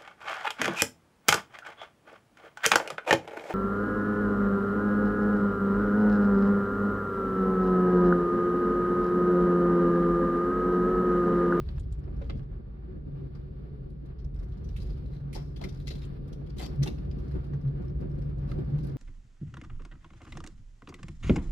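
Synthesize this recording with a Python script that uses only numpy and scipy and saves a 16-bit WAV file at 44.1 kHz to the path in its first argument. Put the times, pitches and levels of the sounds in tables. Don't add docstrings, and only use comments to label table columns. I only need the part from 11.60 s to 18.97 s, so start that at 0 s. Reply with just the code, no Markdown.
import sys
import numpy as np
from scipy import signal
from scipy.fft import rfft, irfft, next_fast_len
from scipy.io import wavfile
from scipy.ndimage import uniform_filter1d

SR = 44100
rng = np.random.default_rng(int(sys.argv[2]) if len(sys.argv) > 2 else 0)


def unload_audio(sound):
    columns = np.transpose(np.atleast_2d(sound))
    steps = np.round(np.clip(columns, -1, 1) * 32767)
    wavfile.write(sys.argv[1], SR, steps.astype(np.int16))


N = 325017
T = np.arange(N) / SR


def gain_of(db):
    return 10 ** (np.asarray(db) / 20)


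def evened(x):
    return x / np.sqrt(np.mean(x ** 2) + 1e-20)


def read(points, hz):
    point_hz, value = np.transpose(points)
    return np.interp(np.log(hz + 1), np.log(point_hz + 1), value)


def beyond(points, hz):
    return -60 * np.log10(np.maximum(hz / points[-1][0], 1))


def curve(rows):
    return np.interp(T, *np.transpose(rows))


def bell(crest_s, half_s):
    return np.exp(-((T - crest_s) / half_s) ** 2)


def swells(rows):
    return sum(gain_of(level_db) * bell(crest_s, half_s) for crest_s, level_db, half_s in rows)


def add(mix, start_s, sound):
    part = mix[:, max(round(start_s * SR), 0):][:, :sound.shape[1]]
    part += sound[:, :part.shape[1]]


def stereo(mid, side):
    return np.array([mid + side, mid - side])


def noise(colour_db, size=N):
    padded = next_fast_len(size, True)
    hz = np.fft.rfftfreq(padded, 1 / SR)
    spectrum = rfft(rng.standard_normal(padded)) * gain_of(colour_db(hz))
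    return evened(irfft(spectrum, padded)[:size])


def wash(points, size=N):
    return noise(lambda hz: read(points, hz) + beyond(points, hz), size)


def drift(rate_hz, size=N):
    return noise(lambda hz: -20 * np.log10(1 + (hz / rate_hz) ** 2), size)


def steadied(x, size=5000):
    power = uniform_filter1d(uniform_filter1d(x ** 2, size), size // 2)
    return x / np.sqrt(power + 1e-6)


def resonance(centre_hz, width_hz):
    return noise(lambda hz: -16 * np.log10(1 + (2 * (hz - centre_hz) / width_hz) ** 2))


def sway(hz, wander_hz):
    cycles = np.cumsum(hz + wander_hz * drift(12)) / SR
    return np.sqrt(2) * np.sin(2 * np.pi * (cycles + rng.random()))


def ripple(spacing_hz, hz):
    grid_hz = np.arange(0, SR / 2, spacing_hz)
    return np.interp(hz, grid_hz, rng.standard_normal(len(grid_hz)))


def leak(points, ripple_db=2, size=N):
    return noise(lambda hz: read(points, hz) + beyond(points, hz) + ripple_db * ripple(45, hz), size)


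# pitch_hz, relative level_db [dB per Hz]
RUMBLE_SPECTRUM = [(15, -47), (25, -22.5), (35, -2), (47, -4), (58, 3), (68, -4.5), (80, -8.5),
                   (100, -10.5), (140, -18), (200, -28), (300, -74)]
# time_s, level_db
RUMBLE_LEVEL = [(0.0, -36), (0.79, -40), (0.85, -43), (2.44, -44), (2.83, -39), (3.33, -37.5), (3.61, -43),
                (4.37, -40), (4.7, -43.5), (4.95, -40.5), (5.62, -37.5), (5.85, -41.5), (6.85, -36),
                (7.37, -41.5)]
# crest_s, level_db, half_length_s
HEAVES = [(0.18, -27, 0.016), (0.33, -30, 0.01), (0.58, -29, 0.0099), (0.7, -32.5, 0.09),
          (0.92, -36, 0.034), (1.8, -35.5, 0.022), (2.65, -31, 0.018), (2.79, -30.5, 0.035),
          (3.12, -35, 0.06), (3.3, -33.5, 0.076), (3.76, -27.5, 0.018), (5.5, -28.5, 0.013),
          (5.76, -28.5, 0.041), (6.36, -29.5, 0.017), (6.76, -28.5, 0.021)]


def rumble(lift_db=2.5, waver_db=0.98, heave_hz=54, heave_width_hz=24):
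    level_db = curve(RUMBLE_LEVEL) + lift_db + waver_db * drift(27)
    rolling = gain_of(level_db) * steadied(wash(RUMBLE_SPECTRUM), size=3600)
    heaving = swells(HEAVES) * steadied(resonance(heave_hz, heave_width_hz), size=2400)
    return rolling + heaving


# pitch_hz, width_hz, level_db
DRONES = [(374, 14, -63), (427.6, 18, -68)]
# crest_s, level_db, half_length_s
JOLTS = [(.97, -48, 0.011), (1.3, -45, 0.023), (1.62, -50, 0.04), (5.28, -46, 0.022), (5.64, -48, .016),
         (5.76, -39.5, 0.024), (6.14, -46.5, 0.012), (6.205, -42.5, .018), (6.275, -44.5, .02),
         (6.43, -44.5, 0.035), (6.72, -48, 0.014), (6.995, -41.5, 0.021), (7.33, -46, 0.02)]


def drone(waver_db=2, wander_hz=14, mid_db=-3, side_db=-4):
    singing = sum(gain_of(level_db + waver_db * drift(2.6)) * resonance(pitch_hz, width_hz)
                  for pitch_hz, width_hz, level_db in DRONES)
    deep_hz = DRONES[0][0]
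    mid = gain_of(mid_db) * sway(deep_hz, wander_hz)
    side = gain_of(side_db) * sway(deep_hz, wander_hz)
    return singing + swells(JOLTS) * stereo(mid, side)


# time_s, level_db
COARSENESS = [(0.0, -53.5), (0.31, -53.5), (0.57, -50.5), (0.79, -50.5), (0.86, -55), (1.62, -54.5),
              (2.03, -54), (2.81, -55), (3.0, -52), (3.84, -51.5), (4.19, -50), (4.82, -50.5), (5.17, -46),
              (5.77, -47), (6.8, -47), (7.14, -47), (7.37, -44.5)]
# crest_s, roar_lift_db, half_length_s, rush_lift_db
PATCHES = [(0.753, 5.5, 0.027, -4), (1.327, 4.5, 0.053, 4), (1.484, 7, 0.022, 1), (1.607, 5, 0.074, 4),
           (4.054, 7.5, 0.033, 1), (5.24, 5.5, 0.053, 0), (5.767, 8.5, 0.011, 1), (6.207, 1.5, 0.04, 1),
           (6.44, 6.5, 0.033, 4.5), (6.981, 6, 0.045, 0)]


def road_surface():
    coarse_db = curve(COARSENESS) - curve(COARSENESS).mean()
    roar_db = sum(lift_db * bell(crest_s, half_s) for crest_s, lift_db, half_s, _ in PATCHES)
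    rush_db = sum(lift_db * bell(crest_s, half_s) for crest_s, _, half_s, lift_db in PATCHES)
    return coarse_db, roar_db, rush_db


# pitch_hz, relative level_db [dB per Hz]
ROAR_MID = [(90, -52.5), (160, 4), (195, 1), (240, -2.5), (320, -7.5), (372, -8), (402, -12), (432, -11.5),
            (480, -13.5), (620, -23), (900, -49), (1500, -70.5)]
# pitch_hz, relative level_db [dB per Hz]
ROAR_SIDE = [(20, -34.5), (50, -3), (80, -3), (105, -9.5), (140, -1.5), (220, -8.5), (290, -4.5),
             (365, -4.5), (430, -12.5), (490, -20.5), (565, -10), (650, -26.5), (900, -26), (1500, -68.5)]


def tyres(coarse_db, patch_db, mid_db=-49, side_db=-49.5, follow=0.95, grain_db=2.0):
    mid = gain_of(mid_db) * steadied(wash(ROAR_MID))
    side = gain_of(side_db) * wash(ROAR_SIDE)
    return stereo(mid, side) * gain_of(follow * coarse_db + patch_db + grain_db * drift(27))


# pitch_hz, relative level_db [dB per Hz]
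RUSH = [(300, -4), (700, 7.5), (1000, 0.5), (1170, 3.5), (1500, 0.5), (2000, -6), (3000, -13.5),
        (5000, -31), (7000, -46.5)]
# pitch_hz, relative level_db [dB per Hz]
HISS = [(1000, -16.5), (2200, -2), (3000, -3.5), (4300, -3), (5100, -9), (5800, -19), (6800, -28),
        (9000, -22), (13000, -19.5), (16000, -40)]
# time_s, level_db
HISS_LEVEL = [(0.0, -73), (0.29, -79), (0.79, -80), (0.84, -85), (1.4, -82.5), (1.7, -78), (2.4, -80),
              (2.81, -82), (3.3, -70), (3.78, -84), (4.23, -78), (4.43, -71.5), (4.78, -77), (5.13, -71),
              (6.4, -78), (7.27, -75), (7.37, -74)]


def air(coarse_db, patch_db, rush_db=-68, rush_side_db=2.0, follow=0.75, hiss_db=-2, flutter_db=2.1,
        hiss_share=0.73):
    flutter = flutter_db * drift(8.8) + patch_db
    rush = stereo(leak(RUSH), gain_of(rush_side_db) * leak(RUSH))
    hiss = stereo(leak(HISS), leak(HISS))
    rush_gain = gain_of(rush_db + follow * coarse_db + flutter)
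    hiss_gain = gain_of(curve(HISS_LEVEL) + hiss_db + hiss_share * flutter)
    return rush * rush_gain + hiss * hiss_gain


# time_s, level_db
BOOM_LEVEL = [(0.0, -44), (0.43, -51.5), (0.72, -45), (1.31, -55.5), (1.6, -47.5), (3.2, -49.5),
              (3.69, -44.5), (5.23, -45), (5.56, -45), (5.7, -42.5), (7.27, -38), (7.37, -40)]
# crest_s, level_db, half_length_s
SHAKES = [(1.55, -38.5, 0.074), (3.62, -40.5, 0.098), (5.211, -22, 0.028), (5.945, -33.5, 0.03),
          (6.082, -28, 0.031), (6.5, -34.5, 0.018), (7.15, -26.5, 0.024)]
BOOM_HZ, BOOM_WIDTH_HZ = 139.78, 12.1


def boom(lift_db=3.5, waver_db=1.8):
    level_db = curve(BOOM_LEVEL) + lift_db + waver_db * drift(16)
    rolling = gain_of(level_db) * steadied(resonance(BOOM_HZ, BOOM_WIDTH_HZ))
    return rolling + swells(SHAKES) * sway(BOOM_HZ, wander_hz=3)


# pitch_hz, relative level_db [dB per Hz]
TRIM_SPECTRUM = [(300, -36), (800, -3.5), (1500, 1), (2100, 5.5), (4000, 6), (6000, -4.5), (6800, -6.5),
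                 (8500, -11.5), (10500, -9), (14000, -14.5), (15500, -25)]
# pitch_hz, width_hz, lift_db
TRIM_MODES = [(1210, 80, 1.5), (2050, 170, 7), (2650, 140, 5.5), (3160, 190, 5), (3365, 50, 7),
              (3680, 71, 6.5), (4090, 110, 7), (4550, 97, 4.5), (4880, 110, 5.5), (5200, 71, 4.5),
              (6020, 56, 6), (7160, 98, 2.5), (7750, 150, 1.5)]


def plastic(hz):
    modes_db = sum(lift_db / (1 + (2 * (hz - pitch_hz) / width_hz) ** 2)
                   for pitch_hz, width_hz, lift_db in TRIM_MODES)
    return read(TRIM_SPECTRUM, hz) + modes_db


# crest_s, level_db, half_length_s, favoured pitch_hz
RUBS = [(0.088, -75, 0.058, 3500), (0.647, -75, 0.069, 4500), (0.775, -69, 0.023, 4600),
        (3.259, -69, 0.13, 4300), (3.546, -71.5, 0.076, 4100), (3.837, -70.5, 0.12, 5200),
        (4.159, -67.5, 0.17, 5000), (4.339, -60.5, 0.069, 4200), (5.718, -75, 0.13, 5000),
        (7.261, -65.5, 0.059, 5000)]


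def rub(pan_db=6, grain_db=3, treble_db=0, focus_db=6, focus_width_hz=600):
    out = np.zeros((2, N))
    tilt = [(1000, -8), (3000, -10), (5500, -0.5), (8000, treble_db)]  # Hz, dB
    for crest_s, level_db, half_s, pitch_hz in RUBS:
        t = np.arange(-3 * half_s, 3 * half_s, 1 / SR)
        focus = lambda hz: focus_db / (1 + ((hz - pitch_hz) / focus_width_hz) ** 2)
        colour = lambda hz: plastic(hz) + focus(hz) + read(tilt, hz)
        rustle = np.array([noise(colour, len(t)), gain_of(-pan_db) * noise(colour, len(t))])
        grain = gain_of(level_db + grain_db * drift(70, len(t)))
        stroke = rustle * np.exp(-(t / half_s) ** 2) * grain
        add(out, crest_s + t[0], stroke[:, crest_s + t >= 0])
    return out


# pitch_hz, share
TRIM_SIDE = [(1000, 0.12), (2200, 0.0086), (3600, 0.46), (5500, 2.1), (7500, 0.73), (10000, .1)]
CONTACT_RISE_S = 0.0032
EAR_DELAY_S = 0.0004
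CONTACT_FOCUS_DB, CONTACT_FOCUS_HZ = 6.5, 230


def click(level_db, decay_s, body_db, treble_db, pan_db, pitch_hz, tail_db=-20, tail_decay_s=0.055,
          chatter_db=2.5, grit_db=1.3, direct=0.5, size=12000):
    t, hz = np.arange(size) / SR, np.fft.rfftfreq(size, 1 / SR)
    spot = 1.3 * ripple(650, hz) + 3.2 * ripple(110, hz)
    focus = CONTACT_FOCUS_DB / (1 + ((hz - pitch_hz) / CONTACT_FOCUS_HZ) ** 2)
    hardness = read([(1300, body_db), (2600, 0), (5500, 0), (8500, treble_db)], hz)
    colour = evened(gain_of(plastic(hz) + spot + focus + hardness))
    ears = gain_of(np.outer([0.5, -0.5], pan_db * read(TRIM_SIDE, hz)))
    chatter = gain_of(chatter_db * drift(300, size) + grit_db * drift(1800, size))
    burst = np.exp(-t / decay_s) * chatter
    tail = gain_of(tail_db) * min(decay_s / 0.0087, 1) ** 2 * np.exp(-t / tail_decay_s)
    shape = (1 - np.exp(-t / CONTACT_RISE_S)) ** 2 * (burst + tail)
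    shared = rng.standard_normal(size)
    lag = round(rng.uniform(-1, 1) * EAR_DELAY_S * SR)
    direct_sound = np.array([shared, np.roll(shared, lag)])
    reflections = rng.standard_normal((2, size))
    grit = np.sqrt(direct) * direct_sound + np.sqrt(1 - direct) * reflections
    return gain_of(level_db) * shape * irfft(rfft(grit) * colour * ears, size)


LIFT_OFF_DB = -42.5


def fidgets(level_db=-73, spread_db=5, follow=0.37, decay_s=0.0095, body_db=0, treble_db=8, pan_db=11.0,
            pitch_hz=5300, count=45):
    out = np.zeros((2, N))
    shaking_db = np.maximum(curve(RUMBLE_LEVEL) - LIFT_OFF_DB, 0)
    effort = np.cumsum(shaking_db + 1e-9)
    when, strength = rng.random((count, 2)).T
    starts_s = np.interp((np.arange(count) + when) / count, effort / effort[-1], T)
    levels_db = level_db + spread_db * strength ** 2 + follow * np.interp(starts_s, T, shaking_db)
    for start_s, contact_db in zip(starts_s, levels_db):
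        add(out, start_s, click(contact_db, decay_s, body_db, treble_db, pan_db, pitch_hz))
    return out


# pitch_hz, relative level_db [dB per Hz]
TICK_SPECTRUM = [(2000, -16.5), (3500, 0.5), (6000, -7), (7400, 0), (8800, -2.5), (10500, -9), (13500, -22),
                 (15500, -34)]
# time_s, level_db
TICKS = [(0.196, -53), (.208, -64), (.324, -54), (0.391, -66.5), (4.45, -57)]


def ticks(pan_db=5, rise_s=0.0013, decay_s=0.008, size=4000):
    out, t = np.zeros((2, N)), np.arange(size) / SR
    tap = (1 - np.exp(-t / rise_s)) * np.exp(-t / decay_s)
    for time_s, level_db in TICKS:
        ears = np.array([wash(TICK_SPECTRUM, size), gain_of(-pan_db) * wash(TICK_SPECTRUM, size)])
        add(out, time_s - 0.001, gain_of(level_db) * tap * ears)
    return out


# pitch_hz, decay_s
PANEL_MODES = [(450, 0.028), (555, 0.014), (728, 0.03), (790, 0.013), (865, 0.01)]
PANEL_SPREAD_OCT = 0.14


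def panel_ring(pitch_hz, t, rise_s=0.0026):
    mode_hz, decay_s = np.transpose(PANEL_MODES)[:, :, None]
    reach = 1 / (1 + (np.log2(mode_hz / pitch_hz) / PANEL_SPREAD_OCT) ** 2)
    reach = reach / np.linalg.norm(reach)
    phase = rng.random((2, len(mode_hz), 1))
    swing = np.sin(2 * np.pi * (mode_hz * t + phase))
    return (1 - np.exp(-t / rise_s)) * (reach * np.exp(-t / decay_s) * swing).sum(1)


# pitch_hz, relative level_db [dB per Hz]
KNOCK_SPECTRUM = [(100, -19.5), (250, 5), (380, 9.5), (480, -3.5), (580, -2), (680, -10), (850, -12.5),
                  (1050, -12), (1500, -20.5), (2500, -26.5), (6000, -65.5)]
# start_s, level_db, decay_s, favoured pitch_hz, ring_level_db, hardness_db (lift from 600 Hz up)
KNOCKS = [(.09, -52, .025, 555, -50, -2), (.475, -43, 0.013, 550, -55, 1.5), (.614, -39, 0.01, 507, -36, 4),
          (0.697, -32.5, 0.0077, 545, -37.5, 3), (3.753, -39.5, 0.033, 844, -37.5, 5),
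          (4.011, -38, .018, 770, -39, 1.5), (4.035, -42.5, 0.0087, 550, -47, 3),
          (4.3, -44, 0.027, 504, -46, -0.5), (4.81, -44, 0.0088, 790, -69, 2),
          (4.998, -46, 0.067, 610, -35.5, 9), (5.02, -43, 0.032, 830, -42, 2),
          (5.261, -36.5, 0.031, 880, -36, 1.5), (5.753, -37, 0.0086, 450, -46, -5),
          (5.931, -46.5, 0.015, 550, -50.5, 3), (6.2, -49, 0.024, 725, -53, 1),
          (6.444, -42, 0.0067, 454, -49, 0), (6.895, -46, 0.013, 555, -45.5, 0),
          (6.913, -39, 0.015, 550, -52, -3), (6.978, -43, 0.017, 444, -43, 2)]


def knocks(side_db=1, rise_s=0.0069, size=12000):
    out, t = np.zeros((2, N)), np.arange(size) / SR
    for start_s, level_db, decay_s, pitch_hz, ring_db, hard_db in KNOCKS:
        blow = (1 - np.exp(-t / rise_s)) * np.exp(-t / decay_s)
        hardness = lambda hz: read([(420, 0), (600, hard_db)], hz)
        colour = lambda hz: read(KNOCK_SPECTRUM, hz) + beyond(KNOCK_SPECTRUM, hz) + hardness(hz)
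        mid, side = (steadied(noise(colour, size), size=600) for _ in range(2))
        thud = gain_of(level_db) * blow * stereo(mid, gain_of(side_db) * side)
        add(out, start_s, thud + gain_of(ring_db) * panel_ring(pitch_hz, t))
    return out


# start_s, level_db, contacts [count], decay_s, body_lift_db,
# treble_lift_db, pan_db (left over right, scaled by TRIM_SIDE), favoured pitch_hz
RATTLES = [(0.086, -46.5, 1, 0.0057, 6, -13, 1, 4300), (0.178, -42.5, 1, 0.0042, 19, 5, 2, 2700),
           (0.614, -50, 1, 0.0077, 8, -10, 4, 2530), (0.639, -56.5, 1, 0.0056, -3, 1, 7, 4780),
           (0.6942, -34, 1, 0.0061, 17, -11, -1.5, 2850), (0.711, -52, 1, 0.0071, 12, -14, .5, 1390),
           (0.792, -40.5, 1, 0.0028, 20, -28, 3, 1450), (1.749, -53, 1, 0.0073, 19.5, 2, 10, 5030),
           (2.297, -67.5, 1, 0.0079, -5, 10, 8, 10800), (2.454, -63.5, 1, 0.0077, -3, 4, 5, 11000),
           (2.585, -62, 1, 0.015, 12, -2, 12, 5200), (2.641, -65.5, 1, 0.0069, -2, 9, 16, 5700),
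           (2.742, -63, 1, 0.007, -2, 9, 9, 11000), (2.787, -60, 1, 0.011, -1, 8, 10, 5300),
           (2.827, -57, 1, 0.011, 14.5, 7, 5.5, 5300), (2.916, -66, 1, 0.014, -4, 2, 10, 5700),
           (3.04, -64.5, 1, 0.013, -2, 6, 11, 6070), (3.086, -57.5, 1, 0.0079, -1, 4, 12.5, 5750),
           (3.161, -46.5, 1, 0.01, 0, 4.5, 1, 2250), (3.172, -52.5, 1, 0.0087, -4, 5, 7, 4020),
           (3.197, -55, 1, 0.0095, -6, 7, 15, 4100), (3.217, -53, 1, 0.0082, -11, 10.5, 14, 4900),
           (3.262, -61, 1, .008, -5, 8, 13, 4870), (3.301, -62, 1, 0.0064, -4, 1, 19, 4900),
           (3.455, -65, 1, 0.0094, -6, 6, 9, 4100), (3.526, -59, 1, 0.011, 14, 3, -2, 4100),
           (3.561, -58, 1, 0.0075, 2, -8, 5, 4100), (3.726, -49, 1, 0.019, -3, 9, -8, 2380),
           (3.744, -46.5, 1, 0.0087, 10, 13, 18, 4740), (3.756, -45.5, 1, 0.008, 4, 6, 19, 5300),
           (3.772, -53.5, 1, 0.026, 17, 0, 12, 3280), (3.959, -50.5, 1, 0.014, 3, 5, 10, 3350),
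           (4.009, -52, 1, 0.022, 4, 4, 8.5, 4130), (4.036, -35.5, 1, 0.0078, 6, 1.5, 7, 2100),
           (4.085, -50, 1, 0.0081, -7, 6, 16, 3580), (4.198, -55.5, 1, 0.0078, -4, 6, -2, 4100),
           (4.269, -38.5, 1, 0.0075, -1, 4.5, 13, 4100), (4.276, -37.5, 1, 0.0066, -3, 3, 14.5, 5130),
           (4.302, -40.5, 1, 0.012, 2, 0, 7, 3980), (4.415, -51.5, 2, 0.013, 9, 0, 8, 3750),
           (4.674, -65.5, 1, 0.013, 1, 13, 9, 5300), (4.725, -52, 1, 0.0081, -16, 8, 12.5, 5530),
           (4.86, -57, 1, 0.011, 13, 2, 6.5, 4900), (4.896, -56.5, 1, 0.0075, 3, 0, 11.5, 5300),
           (4.965, -54.5, 1, 0.014, 6, 6, 6, 6000), (4.979, -48, 1, .02, 2, 7, 9, 4100),
           (4.992, -44.5, 1, 0.018, 5, 9, 5, 7400), (5.009, -45.5, 1, 0.011, 2, 9, 14, 1300),
           (5.022, -43.5, 1, 0.022, -1, 5, 8, 4560), (5.056, -36.5, 1, 0.0048, -22, 7, 13, 5330),
           (5.154, -57, 1, 0.0058, -4, 8, 3, 5400), (5.22, -46, 1, 0.017, 6, -3, -5, 2030),
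           (5.228, -35, 1, 0.006, 10, 12, 19.5, 6160), (5.256, -43, 1, 0.0098, 4, 9, -6, 2700),
           (5.272, -33, 1, 0.0072, 5, 4, 8, 3820), (5.379, -49.5, 1, 0.0052, 12, 0, 7, 5300),
           (5.509, -52.5, 1, 0.0075, 7, -4, 6, 4940), (5.584, -55, 1, 0.0065, 3, 5, 3, 5230),
           (5.677, -60.5, 1, 0.0062, -3, 6, 12, 5700), (5.708, -56, 1, 0.013, 19.5, 5.5, 7, 4940),
           (5.75, -50.5, 1, .012, 26, 4.5, 0, 1400), (5.84, -57.5, 1, 0.0063, -3, 3.5, 4, 4930),
           (5.931, -46.5, 1, 0.0069, 21, 1, 5.5, 1530), (6.074, -59.5, 1, 0.0058, 0, 5.5, 8, 5200),
           (6.247, -61.5, 1, 0.0057, 3, 8, 6, 5250), (6.293, -61, 1, 0.0047, 1, 6, 13, 5670),
           (6.4, -65.5, 1, 0.011, -5, 8.5, 7.5, 4900), (6.494, -62, 1, 0.0066, -1.5, 8, 7.5, 5300),
           (6.581, -65, 1, 0.011, 0, 5.5, 7, 5670), (6.615, -56.5, 1, 0.0086, 20, 8, 11, 5300),
           (6.886, -62, 1, 0.042, -1, 7, 7, 4870), (6.913, -30, 1, 0.0035, 14, -1.5, 1, 1210),
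           (6.983, -55, 1, 0.01, 17.5, 7, 5, 4900), (7.18, -49, 1, 0.0085, 20.5, 6, 8.5, 5300),
           (7.235, -57.5, 1, 0.0088, -2, 12, 6.5, 4900), (7.265, -58, 1, 0.0077, 0, 19, 6, 4100)]
BOUNCE_S, BOUNCE_SCATTER_S, BOUNCE_LOSS_DB = 0.019, 0.00202, 0.5


def trim():
    out = np.zeros((2, N))
    for start_s, level_db, contacts, *contact in RATTLES:
        for bounce in range(round(contacts)):
            add(out, start_s, click(level_db - bounce * BOUNCE_LOSS_DB, *contact))
            start_s += BOUNCE_S + BOUNCE_SCATTER_S * rng.uniform(-1, 1)
    return out


def scene():
    coarse_db, roar_db, rush_db = road_surface()
    road = rumble() + drone() + tyres(coarse_db, roar_db) + air(coarse_db, rush_db)
    cabin = boom() + rub() + fidgets() + ticks()
    return road + cabin + knocks() + trim()


EDGE_HZ = 15700


def record(dry, low_cut_hz=33):
    low_cut = signal.butter(3, low_cut_hz, "high", fs=SR, output="sos")
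    lean = signal.sosfilt(low_cut, dry)
    band_limit = signal.firwin(511, EDGE_HZ, window=("kaiser", 9), fs=SR)
    return signal.oaconvolve(lean, band_limit[None], "same", axes=1)


dry = scene()
out = record(dry)
unload_audio(out)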